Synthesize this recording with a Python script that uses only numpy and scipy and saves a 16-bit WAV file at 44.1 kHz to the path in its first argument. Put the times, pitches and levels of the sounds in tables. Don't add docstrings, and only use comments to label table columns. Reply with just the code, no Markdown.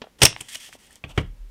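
import sys
import numpy as np
from scipy import signal
from scipy.fft import rfft, irfft, next_fast_len
from scipy.io import wavfile

SR = 44100
rng = np.random.default_rng(int(sys.argv[2]) if len(sys.argv) > 2 else 0)


def pcm_store(signal):
    levels = np.round(np.clip(np.atleast_2d(signal), -1, 1) * 32767)
    wavfile.write(sys.argv[1], SR, levels.astype(np.int16).T)


def to_linear_factor(level_db):
    exponent = np.asarray(level_db, float) / 20
    return 10 ** exponent


N = 66150

# (frequency [Hz], relative density [dB])
HISS_TONE = [(88, -33.5), (150, -14.5), (594, -15), (630, -27), (814, -18.5), (1250, -23), (1790, -23),
             (2310, -23.5), (15300, -34.5), (16500, -39)]
# (frequency [Hz], relative density [dB])
RUMBLE_TONE = [(12, -38.5), (20, -0.5), (75, -2.5), (130, -15.5), (253, -3.5), (300, -15), (390, -72)]
HISS_DB, RUMBLE_DB = -63.5, -64.5

# (time [s], ring gain [dB], rattle gain [dB])
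KNOCKS = [(0.0175, -30, -31), (0.0402, -46, -46)]
# (frequency [Hz], relative level [dB], t60 [s])
HELD_MODES = [(248, -2, 0.04), (433, 1, 0.03), (870, -6, 0.02)]
# (frequency [Hz], relative density [dB])
KNOCK_TONE = [(300, -25.5), (600, -5.5), (1520, -12.5), (1910, -17), (2160, -12.5), (3490, -10),
              (12000, -52), (15600, -90)]
KNOCK_T60_S, KNOCK_RISE_S = 0.045, 0.00048
RING_VARY_DB = 1.5

# (time [s], gain [dB], pitch [Hz], life to exp(-2) [cycles])
TICKS = [(0.0181, -25.5, 5000, 3), (.041, -26, 726, 1.3), (0.0687, -39.5, 1500, 2),
         (.0705, -28.5, 650, 1.3), (0.328, -19.5, 1110, 0.96), (0.3288, -21, 2770, 4.2),
         (0.3635, -18, 870, 1.43), (0.3636, -16.5, 2200, 2.7), (0.4071, -21, 2500, 3.5),
         (0.4092, -26.5, 3050, 12), (0.406, -27, 9000, 7.1), (0.4099, -13.5, 8850, 3.3),
         (.4135, -24.5, 7300, 7.6), (.420, -33, 2500, 4), (0.555, -23.5, 2950, 15), (0.5553, -29, 5670, 12),
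         (.556, -39.5, 635, 4.2), (.691, -35, 736, 1.56), (.728, -15.5, 1900, 0.77),
         (0.752, -24.5, 541, 0.8), (.789, -37.5, 6490, 1.5), (0.814, -52.5, 9200, 6.9),
         (0.841, -51.5, 9300, 6.2), (.922, -42, 7800, 3), (.761, -44.5, 10630, 5), (.867, -42, 9000, 5.5),
         (0.87, -43, 8940, 6.7), (.909, -39, 8830, 6.2), (0.906, -45.5, 1820, 15), (.929, -34, 8790, 5.3),
         (.957, -23.5, 7500, 2.06), (1.0393, -28, 650, 0.84), (1.05, -35, 2580, 4), (1.1874, -20, 3150, 6)]
TICK_HISS_RATIO, TICK_RISE_CYCLES, TICK_BAND_WIDTH = 0.3, 0.31, 2.0106

# (frequency [Hz], t60 [s])
ROOM_T60 = [(100, 0.4), (300, 0.18), (3000, 0.24), (8000, 0.17), (15000, 0.069)]
ROOM_DB, ROOM_DELAY_S = -15.5, 0.004

# (time [s], grain level [dB], dull body level [dB])
SLIDE = [
    [(.186, -59, -72), (.19, -48, -51), (.2, -59, -52), (.207, -44, -46), (.215, -45, -49)],
    [(.3, -82, -69), (.35, -60, -76), (.385, -53.5, -64), (.4055, -51, -54), (.412, -41.5, -39.5),
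     (.43, -56, -62), (.47, -53.5, -65), (.483, -54, -89)],
    [(.483, -52, -76), (.487, -38.5, -58), (.51, -44.5, -81), (.54, -38.5, -81), (.556, -30, -50),
     (.562, -44, -56.5), (.6, -53, -89)],
    [(.6, -44.5, -68), (.612, -45, -75), (.662, -44, -86), (.69, -48, -56.5), (.7, -57, -64),
     (.72, -58, -78), (.73, -46, -60.5), (.758, -55, -60), (.772, -66, -72)],
    [(.78, -78, -72), (.789, -58.5, -71), (.83, -56.5, -63.5), (.87, -56, -70.5), (.89, -62.5, -63.5),
     (.93, -54.5, -64), (.953, -63.5, -70), (.959, -53, -55.5), (.99, -70, -85)],
    [(1.08, -66.5, -62), (1.097, -52, -50), (1.118, -55.5, -50), (1.13, -74, -59.5), (1.17, -54, -56),
     (1.215, -52.5, -55), (1.222, -80, -73)],
]
# (frequency [Hz], relative density [dB])
SLIDE_TONE = [(400, -24.5), (620, -17), (1100, -12.5), (1500, -10), (1900, 1), (2400, -3), (3250, 3.5),
              (3900, -7), (5500, -3), (7000, -5.5), (8600, -3.5), (11000, -12), (15500, -18),
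              (16500, -23.5)]
# (frequency [Hz], relative density [dB])
BODY_TONE = [(41, -35.5), (70, -6), (322, -12), (406, -14.5), (732, -13), (853, -14), (1500, -22),
             (1950, -70)]
SLIDE_GRAINS_PER_S, SLIDE_SPREAD_DB = 19000, 1.5
STRAY_PER_S, STRAY_HZ, STRAY_WIDTH, STRAY_DB = 85, 9000, 0.33, -15.5

# (time [s], crackle level [dB], low strip flap level [dB])
RIP = [(.2135, -62, -45.5), (.217, -31.5, -46.5), (.218, -11.5, -23), (.223, -11, -21.5), (.229, -16, -19),
       (.234, -7, -15), (.2385, -13.5, -8.5), (.245, -20, -19.5), (.251, -25, -35.5), (.252, -16, -28),
       (.257, -16, -26.5), (.266, -20.5, -25.5), (.275, -32.5, -41.5), (.3, -63.5, -53)]
# (frequency [Hz], relative density [dB])
RIP_TONE = [(240, -25), (400, -3), (948, -2.5), (1600, -7), (1860, -1), (2500, -2), (2950, -2.5), (3380, 2),
            (4010, -13), (5410, -1), (7400, -12.5), (8520, -7), (11000, -15.5), (15700, -22),
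            (17000, -38.5)]
# (frequency [Hz], relative density [dB])
FLAP_TONE = [(15, -35.5), (50, -8), (125, 0.5), (220, -9.5), (413, -11), (719, -15.5), (1170, -46)]
RIP_GRAINS_PER_S, RIP_SPREAD_DB = 20000, 1.5
# (time [s], length [s], gain [dB], centre [Hz])
JERKS = [(0.2187, 0.0018, -13.5, 3380), (0.2192, 0.001, -8.5, 2562), (0.2312, 0.0024, -9, 8130),
         (0.2332, 0.0019, -11.5, 5100), (0.2288, 0.00068, -9.5, 2750), (.235, 0.0024, -16.5, 3360),
         (.2518, 0.0029, -6.5, 8840), (.2522, 0.0044, -6.5, 5520), (0.2523, .002, -13.5, 770),
         (.2545, 0.0013, -7, 2460), (0.2551, 0.0035, -14.5, 3340), (0.265, 0.00086, -14, 2500)]
JERK_WIDTH, JERK_RISE_S = 0.11, 0.00021

# (time [s], thud gain [dB], shell ring gain [dB], rim clack gain [dB], rattle gain [dB])
TAPS = [(1.0395, -26.5, -57, -22, -37.5), (1.1761, -11.5, -22, -40, -19)]
# (frequency [Hz], relative level [dB], t60 [s])
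DESK_MODES = [(76.6, -11, 0.22), (105, 1.5, 0.067), (134.6, -9.5, 0.18), (171.7, -12, 0.18),
              (287.4, -12, 0.12)]
# (frequency [Hz], relative level [dB], t60 [s])
SHELL_MODES = [(411.5, 10.5, 0.033), (485.5, -12, 0.065), (964, -8, 0.077)]
# (frequency [Hz], relative level [dB], t60 [s])
RIM_MODES = [(662, -7, 0.016), (2500, 7.5, 0.0085), (3180, 0.5, 0.009), (4410, -24.5, 0.041)]
# (frequency [Hz], relative density [dB])
RATTLE_TONE = [(350, -11.5), (600, -9), (850, -10.5), (1300, -6), (1750, -13.5), (2200, -5.5),
               (2650, -11.5), (3350, -6), (3750, -24), (7840, -30), (16000, -43)]
# (frequency [Hz], t60 [s])
RATTLE_T60 = [(300, 0.17), (1000, 0.059), (3000, 0.066), (5000, 0.056), (10000, 0.031)]
RATTLE_RISE_S, THUD_RISE_S = 0.001, 0.0024
THUD_LAG_S = 0.0024

# (time [s], level [dB])
SWAY = [(1.08, -56), (1.156, -41.5), (1.206, -51), (1.258, -39), (1.29, -34.5), (1.326, -36),
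        (1.366, -53.5), (1.412, -34.5), (1.456, -38), (1.5, -43.5)]
SWAY_HZ = 38.5

# (time [s], level [dB])
SCUFF = [(1.088, -61), (1.095, -50), (1.117, -51), (1.13, -57)]
SCUFF_HZ, SCUFF_WIDTH = 2860, 0.36

TOP_HZ, TOP_STOP_DB = 16600, 50
CLIP_TOP, CLIP_KNEE = 1.0, 10


def unit(x):
    return x / np.sqrt(np.mean(x ** 2) + 1e-20)


def along(points, hz):
    f, v = np.transpose(points)
    return np.interp(np.log(hz + 1), np.log(f + 1), v)


def curves(rows, off=-120):
    s, *cols = np.transpose(rows)
    t = np.arange(N) / SR
    return [np.interp(t, s, c, off, off) for c in cols]


def coloured(x, tone):
    m = next_fast_len(len(x) + 8192)
    gain = to_linear_factor(along(tone, np.fft.rfftfreq(m, 1 / SR)))
    return irfft(rfft(x, m) * gain, m)[:len(x)]


def band(x, hz, width):
    b, a = signal.iirpeak(min(hz, 0.45 * SR), 1 / max(width, 0.02), SR)
    return signal.lfilter(b, a, x)


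def band_twice(x, hz, width):
    return band(band(x, hz, width), hz, width)


def crackle(rate, spread_db, tone):
    size = to_linear_factor(spread_db * rng.exponential(size=N)) * rng.standard_normal(N)
    fires = rng.random(N) < rate / SR
    return unit(coloured(size * fires, tone))


def dying(t60_points):
    hz, t, z = signal.stft(rng.standard_normal(SR // 2), SR, nperseg=128)
    decay = to_linear_factor(-60 * t / along(t60_points, hz)[:, None])
    return signal.istft(z * decay, SR, nperseg=128)[1][:SR // 2]


def ring(modes, t):
    out = np.zeros(len(t))
    for hz, db, t60 in modes:
        level_db = db + RING_VARY_DB * rng.normal()
        out += to_linear_factor(level_db - 60 * t / t60) * np.sin(2 * np.pi * hz * t)
    return out


def add(out, s, piece):
    part = out[round(s * SR):][:len(piece)]
    part += piece[:len(part)]


def hush():
    hiss = unit(coloured(rng.standard_normal(N), HISS_TONE))
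    rumble = unit(coloured(rng.standard_normal(N), RUMBLE_TONE))
    return to_linear_factor(HISS_DB) * hiss + to_linear_factor(RUMBLE_DB) * rumble


def knocks():
    out, t = np.zeros(N), np.arange(SR // 8) / SR
    rise = 1 - np.exp(-t / KNOCK_RISE_S)
    for s, ring_db, rattle_db in KNOCKS:
        noise = unit(coloured(rng.standard_normal(len(t)), KNOCK_TONE))
        rattle = to_linear_factor(rattle_db - 60 * t / KNOCK_T60_S) * noise
        add(out, s, (to_linear_factor(ring_db) * ring(HELD_MODES, t) + rattle) * rise)
    return out


def ticks():
    out, t = np.zeros(N), np.arange(1024) / SR
    for s, db, hz, life in TICKS:
        hiss = unit(band(rng.standard_normal(len(t)), hz, 0.8))
        swing = np.sin(2 * np.pi * hz * t) + TICK_HISS_RATIO * hiss
        shape = np.exp(-2 * t * hz / life) * (1 - np.exp(-t * hz / TICK_RISE_CYCLES))
        add(out, s, to_linear_factor(db) * band_twice(swing * shape, hz, TICK_BAND_WIDTH))
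    return out


def room(x):
    tail = dying(ROOM_T60)
    delayed = np.pad(x, (round(ROOM_DELAY_S * SR), 0))
    return signal.fftconvolve(delayed, tail / np.linalg.norm(tail))[:N]


def slide():
    level, body = sum(to_linear_factor(curves(rows)) for rows in SLIDE)
    grains = crackle(SLIDE_GRAINS_PER_S, SLIDE_SPREAD_DB, SLIDE_TONE)
    impulses = rng.standard_normal(N) * (rng.random(N) < STRAY_PER_S / SR)
    stray = unit(band_twice(impulses, STRAY_HZ, STRAY_WIDTH))
    rub = unit(coloured(rng.standard_normal(N), BODY_TONE))
    return level * (grains + to_linear_factor(STRAY_DB) * stray) + body * rub


def rip():
    level_db, flap_db = curves(RIP)
    out = to_linear_factor(level_db) * crackle(RIP_GRAINS_PER_S, RIP_SPREAD_DB, RIP_TONE)
    out += to_linear_factor(flap_db) * unit(coloured(rng.standard_normal(N), FLAP_TONE))
    t = np.arange(1024) / SR
    for s, length, db, hz in JERKS:
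        fall = to_linear_factor(-18 * np.maximum(t / length - 1, 0))
        shape = np.clip(t / JERK_RISE_S, 0, 1) * fall
        burst = unit(band(rng.standard_normal(len(t)), hz, JERK_WIDTH))
        add(out, s, to_linear_factor(db) * shape * burst)
    return out


def taps():
    out, t = np.zeros(N), np.arange(SR // 2) / SR
    rise = 1 - np.exp(-t / RATTLE_RISE_S)
    for s, thud_db, shell_db, rim_db, rattle_db in TAPS:
        rattle = coloured(dying(RATTLE_T60), RATTLE_TONE)
        rattle = to_linear_factor(rattle_db) * rattle / np.std(rattle[:256])
        thud = -to_linear_factor(thud_db) * ring(DESK_MODES, t) * (1 - np.exp(-t / THUD_RISE_S))
        shell = to_linear_factor(shell_db) * ring(SHELL_MODES, t)
        rim = to_linear_factor(rim_db) * ring(RIM_MODES, t)
        add(out, s + THUD_LAG_S, thud)
        add(out, s, (shell + rim + rattle) * rise)
    return out


def sway():
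    swing = np.sqrt(2) * np.sin(2 * np.pi * SWAY_HZ * np.arange(N) / SR)
    return to_linear_factor(curves(SWAY)[0]) * swing


def scuff():
    rub = unit(band_twice(rng.standard_normal(N), SCUFF_HZ, SCUFF_WIDTH))
    return to_linear_factor(curves(SCUFF)[0]) * rub


def scene():
    near = knocks() + ticks() + slide() + rip() + taps() + scuff()
    return (near + to_linear_factor(ROOM_DB) * room(near) + sway() + hush())[None]


def top_cut(x):
    return signal.sosfilt(signal.butter(12, 21850, fs=SR, output="sos"), x)


def record(dry):
    lowpass = signal.cheby2(10, TOP_STOP_DB, TOP_HZ, fs=SR, output="sos")
    x = signal.sosfilt(lowpass, dry)
    clipped = x / (1 + np.abs(x / CLIP_TOP) ** CLIP_KNEE) ** (1 / CLIP_KNEE)
    return top_cut(clipped)


dry = scene()
out = record(dry)
pcm_store(out)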